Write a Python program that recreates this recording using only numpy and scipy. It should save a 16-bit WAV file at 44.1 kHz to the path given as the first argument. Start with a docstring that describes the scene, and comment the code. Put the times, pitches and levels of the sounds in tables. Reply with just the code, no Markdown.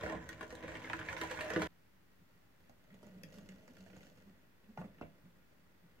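"""At a workbench in a small workshop, a hand-cranked coffee mill opens the scene on a stereo microphone.
Beans crack between the burrs: bursts of force ring modes of bench, wooden base and tin shell, over a rasp.
A splice cuts the grinding and its echo short. Nearer and quieter, a gloved hand then slides out the wooden
drawer: grains of friction, short stick-slip tones, and two knocks at its end.
Shaped noise gives the room rumble and microphone hiss under it all."""
import sys
import numpy as np
from scipy import signal
from scipy.io import wavfile
from scipy.ndimage import uniform_filter1d

SR = 44100
rng = np.random.default_rng(int(sys.argv[2]) if len(sys.argv) > 2 else 0)


def dump_mix(stems):
    """Bounce the given channels to the path in sys.argv[1] as a 16-bit WAV at rate SR."""
    frames = np.atleast_2d(stems).T  # one column per channel
    limited = np.clip(frames, -1, 1)  # hard clip at full scale
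    pcm = np.round(limited * 32767).astype(np.int16)
    wavfile.write(sys.argv[1], SR, pcm)


N = 264600  # 6 s


def amp(db):
    """Decibels to an amplitude factor."""
    return 10 ** (np.asarray(db) / 20)


def evened(x):
    """Scale to an rms of one."""
    return x / np.sqrt(np.mean(x ** 2) + 1e-20)


def read(points, hz):
    """Read a curve of (frequency, value) between its points, along log frequency."""
    f, value = np.transpose(points)
    return np.interp(np.log(hz + 1), np.log(f + 1), value)


# background spectrum, relative: pitch_hz, level_db (per Hz)
AIR_SPECTRUM = [(15, 13), (40, -3), (100, -0.5), (200, -7), (380, -5), (450, -12.5), (900, -12.5),
                (1800, -13), (3000, -20.5), (4800, -23.5), (8000, -29), (10000, -29), (12000, -26.5),
                (16000, -23)]
# likeness of the background at the two ports: pitch_hz, likeness (-1 to 1)
AIR_LIKENESS = [(60, 0.84), (180, 0.075), (550, -0.096), (1650, 0.15), (4970, -0.054), (15000, 0.027)]


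def air():
    """Low room rumble and microphone hiss, as random short-time spectra partly shared by the two ports."""
    level_db = -67.5  # rms, before the gain of each shot
    frames, hz = N // 256 + 5, np.fft.rfftfreq(1024, 1 / SR)
    a, b, c, d = rng.standard_normal((frames, 513, 4)).T
    left, other = a + 1j * b, c + 1j * d
    same = np.clip(read(AIR_LIKENESS, hz), -1, 1)[:, None]
    right = same * left + np.sqrt(1 - same ** 2) * other
    spectra = np.array([left, right]) * amp(read(AIR_SPECTRUM, hz))[:, None]
    noise = signal.istft(spectra, nperseg=1024, noverlap=768)[1][:, :N]
    return amp(level_db) * evened(noise)


# echo of the workshop: pitch_hz, t60_s
ROOM_DECAY = [(100, 0.23), (500, 0.25), (2000, 0.23), (8000, 0.14)]


def room(x, wet_db):
    """Sparse taps of random sign, each band dying at its own speed; long waves reach both ports alike."""
    taps = np.zeros((2, SR // 2))
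    grid = np.arange(120, SR // 2 - 20, 20)
    at = grid + rng.integers(0, 20, (2, len(grid)))
    np.put_along_axis(taps, at, rng.choice([-1., 1.], at.shape), 1)
    hz, t, (left, other) = signal.stft(taps, SR, nperseg=512)
    same = np.sinc(hz / 900)[:, None]
    right = same * left + np.sqrt(1 - same ** 2) * other
    decay = amp(-60 * t / read(ROOM_DECAY, hz)[:, None])
    tail = signal.istft(np.array([left, right]) * decay, SR, nperseg=512)[1]
    echo = signal.fftconvolve(x, tail / np.linalg.norm(tail[0]), axes=1)[:, :N]
    return x + amp(wet_db) * echo


def placed(x, lag_samples, pan_db):
    """The source is to the right: the left port hears it later and, with a negative pan, softer."""
    return np.array([np.roll(x[0], lag_samples), x[1]]) * amp([[pan_db / 2], [-pan_db / 2]])


def ring(modes, count=1):
    """Impulse response of each mode at each port, higher modes differing more in phase; thin walls split modes."""
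    hz, db, t60 = np.repeat(modes, count, axis=0).T[:, :, None]
    hz = hz * (1 + 0.0115 * (count - 1) * rng.standard_normal(hz.shape))
    t = np.arange(SR // 4) / SR
    turn = rng.standard_normal(hz.shape) * np.minimum(0.39 + hz / 2200, 1.2)  # radians between ports
    decay = amp(db - 60 * t / t60) / np.sqrt(t60)
    onset = np.minimum(hz * t / 0.39, 1) ** 2
    shapes = [decay * onset * np.sin(2 * np.pi * hz * t + side * turn) for side in (0, 1)]
    return hz[:, 0], np.array(shapes)


def colour(points):
    """A causal click with the given spectrum, scattered for a moment in another way for each port."""
    hz = abs(np.fft.fftfreq(4096, 1 / SR))
    gain = np.log(amp(np.maximum(read(points, hz), -100)))
    click = np.fft.ifft(np.exp(np.conj(signal.hilbert(gain)))).real[:1024]  # minimum phase
    scatter = rng.standard_normal((2, 6, 200)) * np.exp(-np.arange(200) / SR / 0.00055)
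    shapes = signal.fftconvolve(scatter, click[None, None], axes=2)
    return np.ones(6), shapes / np.linalg.norm(shapes, axis=2, keepdims=True)


def struck(part, spot_db, favoured_hz=1, fall_db=0):
    """One spot of the object: it wakes each mode more or less, in either sense, less those far from one pitch."""
    hz, shapes = part
    octaves_away = abs(np.log2(hz / favoured_hz))
    db = spot_db * rng.standard_normal(len(hz)) - fall_db * octaves_away
    return np.einsum("cmt,m->ct", shapes, amp(db) * rng.choice([-1, 1], len(hz)))


def grains(per_s, spread_db, ms):
    """Random small breaks, a few of them large, each a short dying burst of noise."""
    size = amp(spread_db * np.minimum(rng.exponential(1, N), 4)) * (rng.random(N) < per_s / SR)
    power = signal.lfilter([1], [1, -np.exp(-2000 / (ms * SR))], size ** 2)
    return np.sqrt(power) * rng.standard_normal(N)


def shares(curve, parts_db, follow):
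    """One control shakes three parts of an object, each by its own amount; the treble has its own level."""
    s, push, treble = np.transpose(curve)
    mid = push.mean()
    levels = [mid + db + k * (push - mid) for db, k in zip(parts_db, follow)]
    return np.transpose([s, *levels, treble])


def rubbed(parts, curve, breaks, smooth, spot_db):
    """Small breaks at several spots, over a smooth scrape, drive all parts of one object."""
    s, *levels = np.transpose(curve)
    a, b = round(s[0] * SR), round(s[-1] * SR)
    out = np.zeros((2, N))
    spots = [grains(**breaks)[a:b] for _ in range(3)]
    for part, db, even in zip(parts, levels, smooth):
        level = amp(np.interp(np.arange(a, b) / SR, s, db)) / np.sqrt(len(spots) * (1 + even ** 2))
        for spot in spots:
            force = level * (evened(spot) + even * rng.standard_normal(b - a))
            body = struck(part, spot_db)
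            body = body / np.linalg.norm(body[1])
            sound = signal.oaconvolve(force[None], body, axes=1)[:, :N - a]
            out[:, a:a + sound.shape[1]] += sound
    return out


def hit(parts, events, bench_db, spot_db, fall_db):
    """Each blow is a sharp break and a dying, grainy burst of force on a new spot; the bench follows the thud."""
    bench_hz, bench_fall_db = 192, 3  # pitch most woken in the bench, loss per octave away
    dry_db, dry_s = 2, 0.0018  # the pressing contact damps the first moments: a dry crack over the ring
    out, t = np.zeros((2, N + SR)), np.arange(SR // 10) / SR
    for at, db, hz, thud_db, high_db, length in events:
        first_break = 1.06 * np.exp(-t / 0.00042)
        crumbling_tail = 0.2 * np.exp(-t / (5.7 * length))
        force = np.exp(-t / length) + first_break + crumbling_tail
        blow = rng.standard_normal(len(t)) * np.minimum(t / 0.00021, 1) * force
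        # in order: bench, thudding wood, main walls, treble
        rel_dbs = (thud_db + bench_db, thud_db, 0, high_db)
        pitches, falls = (bench_hz, 1, hz, 1), (bench_fall_db, 0, fall_db, 0)
        for part, rel_db, pitch, fall in zip(parts, rel_dbs, pitches, falls):
            body = struck(part, spot_db, pitch, fall)
            body = body * (1 + amp(dry_db) * np.exp(-np.arange(body.shape[1]) / SR / dry_s))
            sound = signal.fftconvolve(blow[None], body, axes=1)
            start = round(at * SR)
            out[:, start:start + sound.shape[1]] += amp(db + rel_db) * sound / abs(sound).max()
    return out[:, :N]


def stick_slip(rows):
    """Short swells of regular stick and slip: a wavering tone with a faint octave, alike at both ports."""
    at, db, hz, half = np.transpose(rows)[:, :, None]
    t = np.arange(N) / SR - at
    waver = 0.42 * evened(uniform_filter1d(rng.standard_normal(N), 900)) / np.pi
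    turns = hz * t + rng.random((len(at), 1)) + waver
    swell = amp(db) * np.exp(-(t / half) ** 2)
    tone = np.sin(2 * np.pi * turns) + 0.1 * np.sin(4 * np.pi * turns)
    return (swell * tone).sum(0)


# modes of the bench under mill and drawer, of the wooden box and of its panels, nominal and relative:
# pitch_hz, level_db, t60_s
BENCH_MODES = [(59.7, -1.5, 0.086), (85, -18, 0.13), (100.4, -2.5, 0.13), (160.4, -4, 0.34),
               (190.8, 1, 0.1), (247.5, -4.5, 0.092)]
BOX_MODES = [(325.6, -2, 0.12), (440.3, -6.5, 0.12), (522, -2.5, 0.037), (595.6, 0, 0.065),
             (666, -7.5, 0.058)]
PANEL_MODES = [(824, -3, 0.046), (1080, -7.5, 0.0063), (1206, -12, 0.055), (1413, -1, 0.026),
               (1587, -3, 0.068), (1905, -0.5, 0.024), (2193, -1.5, 0.022), (2390, 0, 0.0055),
               (2810, -1.5, 0.011), (3314, -7, 0.032)]
# spectrum of coffee grit under the wood, relative: pitch_hz, level_db (per Hz)
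GRIT_SPECTRUM = [(1800, -21), (2800, 3), (3900, -1), (4700, -1), (5900, -3), (6800, -0.5), (8500, -10),
                 (10500, -9.5), (13000, -10), (16000, -23)]
# drawer and hand rubbing, between points: time_s, pressure_db, grit_db
SLIDE_CURVE = [(1.69, -78, -90), (2.47, -77.5, -88), (2.96, -69, -84), (3.09, -62, -77), (3.24, -63.5, -83),
               (3.37, -60, -68.5), (3.51, -63, -78), (3.72, -64, -74.5), (3.86, -65, -72.5),
               (4.01, -63, -68.5), (4.2, -66.5, -77), (4.34, -71, -86), (4.51, -74.5, -101),
               (4.73, -74, -87), (4.89, -66.5, -88), (5.4, -73.5, -88), (5.64, -75, -86), (6.0, -70.5, -94)]
# share of the rubbing: bench_db, box_db, panels_db at middling pressure
DRAWER_SHARE_DB = (0.5, -6, -8.5)
# how each follows the pressure: bench, box, panels (dB per dB)
DRAWER_SHARE_FOLLOW = (0.84, 1.11, .6)
# taps, slips and knocks of the drawer, before pan and room:
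# start_s, panel_peak_db, panel_pitch_hz (most woken), box_thud_db, grit_db (both re panel), contact_s
DRAWER_KNOCKS = [(2.695, -58, 786, 4.5, 4.5, 0.0019), (2.903, -57.5, 1840, -4, -17, .0049),
                 (2.942, -59, 1340, 3, -0.5, 0.0042), (3.029, -60, 791, 8, 5.5, 0.005),
                 (3.067, -58.5, 845, 4.5, 2.5, 0.0041), (3.234, -43, 2940, -3, 4.5, 0.0023),
                 (3.328, -60, 1900, -9, 6.5, .0046), (3.341, -60, 1590, -2, 7, .0039),
                 (3.384, -56, 1600, -2, 3, .0035), (3.489, -47.5, 2500, -12, -3, 0.0026),
                 (3.678, -52.5, 1800, -1, -2.5, 0.0033), (3.768, -53, 1330, -7, -5, 0.0031),
                 (3.806, -61, 2290, -18, 7, .0035), (3.862, -53.5, 1520, 1.5, -8, .0035),
                 (3.9, -55, 2160, -5, -14, .0035), (3.931, -53.5, 1500, 1, -14, 0.0058),
                 (3.963, -51.5, 791, -1, -20, 0.0042), (4.007, -51.5, 2190, -4, -8, 0.0051),
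                 (4.031, -55.5, 1390, -9, 2, .0041), (4.068, -57, 2220, -5, 2, .0028),
                 (4.774, -38.5, 970, 0, -21, 0.0068), (4.814, -48, 1200, 8, -12, 0.0067),
                 (4.842, -56, 1200, 7, -25, .006), (4.984, -55.5, 2070, -6, -16, 0.0098),
                 (5.012, -43.5, 1310, 5.5, -18, 0.0025), (5.018, -50, 2310, 5, -30, 0.0075)]
# the drawer sticks and shudders: middle_s, level_db (main tone, before pan and room), pitch_hz,
# half_length_s (to 1/e)
DRAWER_SHUDDERS = [(2.22, -60, 170, 0.0078), (2.94, -56, 193.5, 0.032), (3.07, -54.5, 203, 0.024),
                   (3.17, -52, 193, 0.045), (3.39, -55, 209, 0.042), (3.43, -61, 254, 0.014),
                   (3.51, -51.5, 191.5, 0.024), (3.71, -58, 252, 0.024), (3.825, -55, 190, 0.025),
                   (3.94, -57, 178, 0.029), (4.29, -54, 198.6, 0.027), (4.7, -52, 213, 0.016),
                   (4.8, -40.5, 181, 0.018), (4.85, -46.5, 184.4, 0.019), (5.03, -48.5, 188, 0.015),
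                   (5.26, -54, 166.4, 0.02), (5.85, -59.5, 173, 0.02)]


def drawer():
    """Wood slipping over wood and coffee grit: rubbing grains, blows and shudders ring bench, box and panels."""
    parts = [ring(BENCH_MODES), ring(BOX_MODES, count=3), ring(PANEL_MODES, count=4), colour(GRIT_SPECTRUM)]
    curve = shares(SLIDE_CURVE, DRAWER_SHARE_DB, DRAWER_SHARE_FOLLOW)
    breaks = dict(per_s=120, spread_db=3.5, ms=2.)
    scrape = rubbed(parts, curve, breaks, smooth=(1.7, 1.2, 0.7, 0.36), spot_db=0.0)
    knocks = hit(parts, DRAWER_KNOCKS, bench_db=-4.5, spot_db=4.0, fall_db=13.0)
    return scrape + knocks + stick_slip(DRAWER_SHUDDERS)


CUT_S = 1.674  # the splice that ends the grinding
# the grinding between cracks, between points: time_s, crank_load_db, burr_rasp_db
GRIND_CURVE = [(0.0, -46.5, -63), (0.116, -51.5, -88), (0.232, -59, -73), (0.496, -63.5, -72.5),
               (0.632, -53.5, -76), (0.804, -55, -68.5), (0.994, -54, -66.5), (1.096, -50.5, -66.5),
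               (1.302, -50.5, -63), (1.468, -50.5, -62.5), (1.516, -47.5, -66), (1.636, -52, -59.5),
               (1.67, -47.5, -64)]
# chips between the cracks, one row: over_load_db, scatter_db (either way), shell_pitch_hz (middle),
# base_thud_db, burr_snap_db (middle; both re shell), crumbling_s
CHIP_SETTINGS = (8, 1, 1708, -20, -12.5, 0.05)


def chips(count):
    """Small cracks at scattered moments, as strong as the load on the crank."""
    over_db, scatter_db, hz, thud_db, snap_db, length = CHIP_SETTINGS
    place, size, pitch, tone = rng.random((count, 4)).T
    at = (np.arange(count) + place) * CUT_S / count
    s, load, _ = np.transpose(GRIND_CURVE)
    db = np.interp(at, s, load) + over_db + scatter_db * (2 * size - 1)
    pitches = hz * 2 ** (pitch - .5)
    snaps = snap_db + 12 * (tone - .5)
    return [(a, d, p, thud_db, snap, length) for a, d, p, snap in zip(at, db, pitches, snaps)]


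# modes of the mill's wooden base and tin shell, nominal and relative: pitch_hz, level_db, t60_s
BASE_MODES = [(326.3, 5, 0.12), (374, -20, 0.19), (452, 2, 0.12), (510, -0.5, 0.3), (554, 2.5, 0.031),
              (618.7, 4, 0.095), (730, -12.5, 0.091)]
SHELL_MODES = [(841, -4, 0.098), (933, 0, 0.12), (1068, -3.5, 0.045), (1266, -9, 0.017), (1427, -6, 0.027),
               (1523, -5, 0.091), (1653, 2.5, 0.011), (1867, -1, 0.045), (1920, -9, 0.014),
               (2196, -2.5, 0.026), (2346, -10.5, 0.018), (2684, -8, 0.039), (3150, -10, 0.037),
               (3670, -12.5, 0.0094)]
# spectrum of the burrs, relative: pitch_hz, level_db (per Hz)
BURR_SPECTRUM = [(1800, -44), (3000, 8), (4000, 3.5), (5200, -4), (5900, 0.5), (7500, -2.5), (8700, -6),
                 (9700, -22), (11000, -11), (13000, -24.5), (15500, -12), (16000, -40)]
# share of the grinding: bench_db, base_db, shell_db at middling load
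MILL_SHARE_DB = (-5, -2, -5.5)
# how each follows the load: bench, base, shell (dB per dB)
MILL_SHARE_FOLLOW = (0.26, 0.67, 1.28)
# beans cracking, before pan and room:
# start_s, shell_peak_db, shell_pitch_hz (most woken), base_thud_db, burr_snap_db (both re shell), crumbling_s
BEAN_CRACKS = [(0.036, -39, 958, 6, -23, 0.0021), (0.062, -31.5, 953, -7, -18, 0.003),
               (0.097, -35, 977, -4.5, -14, 0.0035), (0.122, -38, 1000, 3, -7.5, 0.0036),
               (0.148, -46.5, 810, 9, -21, 0.0042), (0.222, -52, 1590, -6, -26, 0.0042),
               (0.29, -36, 2250, -9, -4.5, 0.0033), (0.329, -43, 2870, -13, -6, 0.003),
               (0.409, -33.5, 1540, -14, -15, 0.0051), (0.429, -40, 1650, -3, -9, 0.0042),
               (0.504, -43, 1350, -17, -4.5, 0.0084), (0.525, -47, 1247, 2, -4, 0.0042),
               (0.552, -46, 1540, -11, 2, 0.0021), (0.636, -46, 991, 5.5, -11, 0.0084),
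               (0.679, -36.5, 1520, -7.5, -16, 0.0084), (0.718, -39.5, 832, -11, -16, 0.0042),
               (0.753, -37, 1770, -9.5, -16, 0.0049), (0.77, -39.5, 1920, -5.5, -10, 0.0036),
               (0.818, -43, 2190, -27, -21, 0.0031), (0.844, -38, 1910, -38, -26, 0.0042),
               (0.873, -40, 1890, -23, -27, 0.0048), (0.898, -31, 956, -15, -20, 0.0024),
               (0.932, -25, 1480, -17.5, -12.5, 0.0035), (0.991, -34.5, 1530, -38, -13, 0.0045),
               (1.013, -36.5, 1500, -32, -29, 0.0037), (1.062, -49, 1570, -20, -22, 0.0042),
               (1.086, -29.5, 1720, -14, -38, 0.0042), (1.128, -33, 1510, -26, -8, 0.0045),
               (1.166, -33, 1820, -18, -25, 0.0021), (1.213, -28.5, 1860, -12, -11, 0.0046),
               (1.235, -34, 942, -13, -8, 0.0031), (1.299, -38.5, 1600, -14, -17, 0.0037),
               (1.312, -32.5, 1920, -25, -5.5, 0.0045), (1.339, -44, 875, -19, -20, 0.005),
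               (1.374, -36, 1520, -29, -12, 0.0042), (1.389, -32, 1630, -20, -24, 0.0082),
               (1.408, -30, 1880, -11, -10.5, 0.0061), (1.459, -41.5, 1550, 0.5, -17, 0.0059),
               (1.502, -29, 1780, -9.5, -10.5, 0.0048), (1.535, -34, 1950, -1.5, -6, 0.0042),
               (1.561, -23.5, 1570, -2, -19, 0.0045), (1.596, -36, 880, -1.5, -13, 0.0039),
               (1.618, -28.5, 1700, -7.5, -6, 0.0042), (1.624, -31.5, 1500, -3.5, -13, 0.0054)]
# a jammed bean makes the crank judder and the base sing: middle_s, level_db (main tone, before pan and room),
# pitch_hz, half_length_s (to 1/e)
CRANK_JUDDERS = [(.05, -47, 600, 0.053), (.13, -47.5, 510, 0.012), (.16, -44, 186, 0.015),
                 (.535, -46.5, 511, 0.0095), (1.155, -47.5, 519, 0.021), (1.245, -43, 594, 0.013),
                 (1.32, -42.5, 519, 0.014), (1.46, -42, 613, 0.059), (1.575, -35.5, 487, 0.01),
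                 (1.585, -48, 320, 0.0078)]


def mill():
    """Crushed crumbs and cracking beans shake bench, base, shell and burrs at once."""
    parts = [ring(BENCH_MODES), ring(BASE_MODES, count=2), ring(SHELL_MODES, count=4), colour(BURR_SPECTRUM)]
    curve = shares(GRIND_CURVE, MILL_SHARE_DB, MILL_SHARE_FOLLOW)
    breaks = dict(per_s=260, spread_db=3.5, ms=3.)
    crumbs = rubbed(parts, curve, breaks, smooth=(0.47, 0.58, 0.53, 0.12), spot_db=2.0)
    blows = chips(count=30) + list(BEAN_CRACKS)
    cracks = hit(parts, blows, bench_db=-8., spot_db=2.0, fall_db=6.5)
    return crumbs + cracks + stick_slip(CRANK_JUDDERS)


def scene():
    """Two shots joined by a splice that also cuts off the echo of the first."""
    before = np.clip((CUT_S - np.arange(N) / SR) / 0.00094, 0, 1)
    grinding = room(placed(mill(), lag_samples=1, pan_db=-1.5), wet_db=-6.0)
    sliding = room(placed(drawer(), lag_samples=6, pan_db=-1.5), wet_db=-8.0)
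    background = amp(-4. * before) * air()  # less gain for the loud shot
    return before * grinding + sliding + background


def record(dry):
    """The microphone loses the deepest bass; the converter adds a standing voltage; the treble ends at a limit."""
    offset, edge_hz = -0.00036, 15830  # offset as a share of full scale
    thin = signal.sosfilt(signal.butter(2, 55, "high", fs=SR, output="sos"), dry) + offset
    band_limit = signal.firwin(1023, edge_hz, window=("kaiser", 9), fs=SR)
    return signal.oaconvolve(thin, band_limit[None], "same")


dry = scene()
out = record(dry)
dump_mix(out)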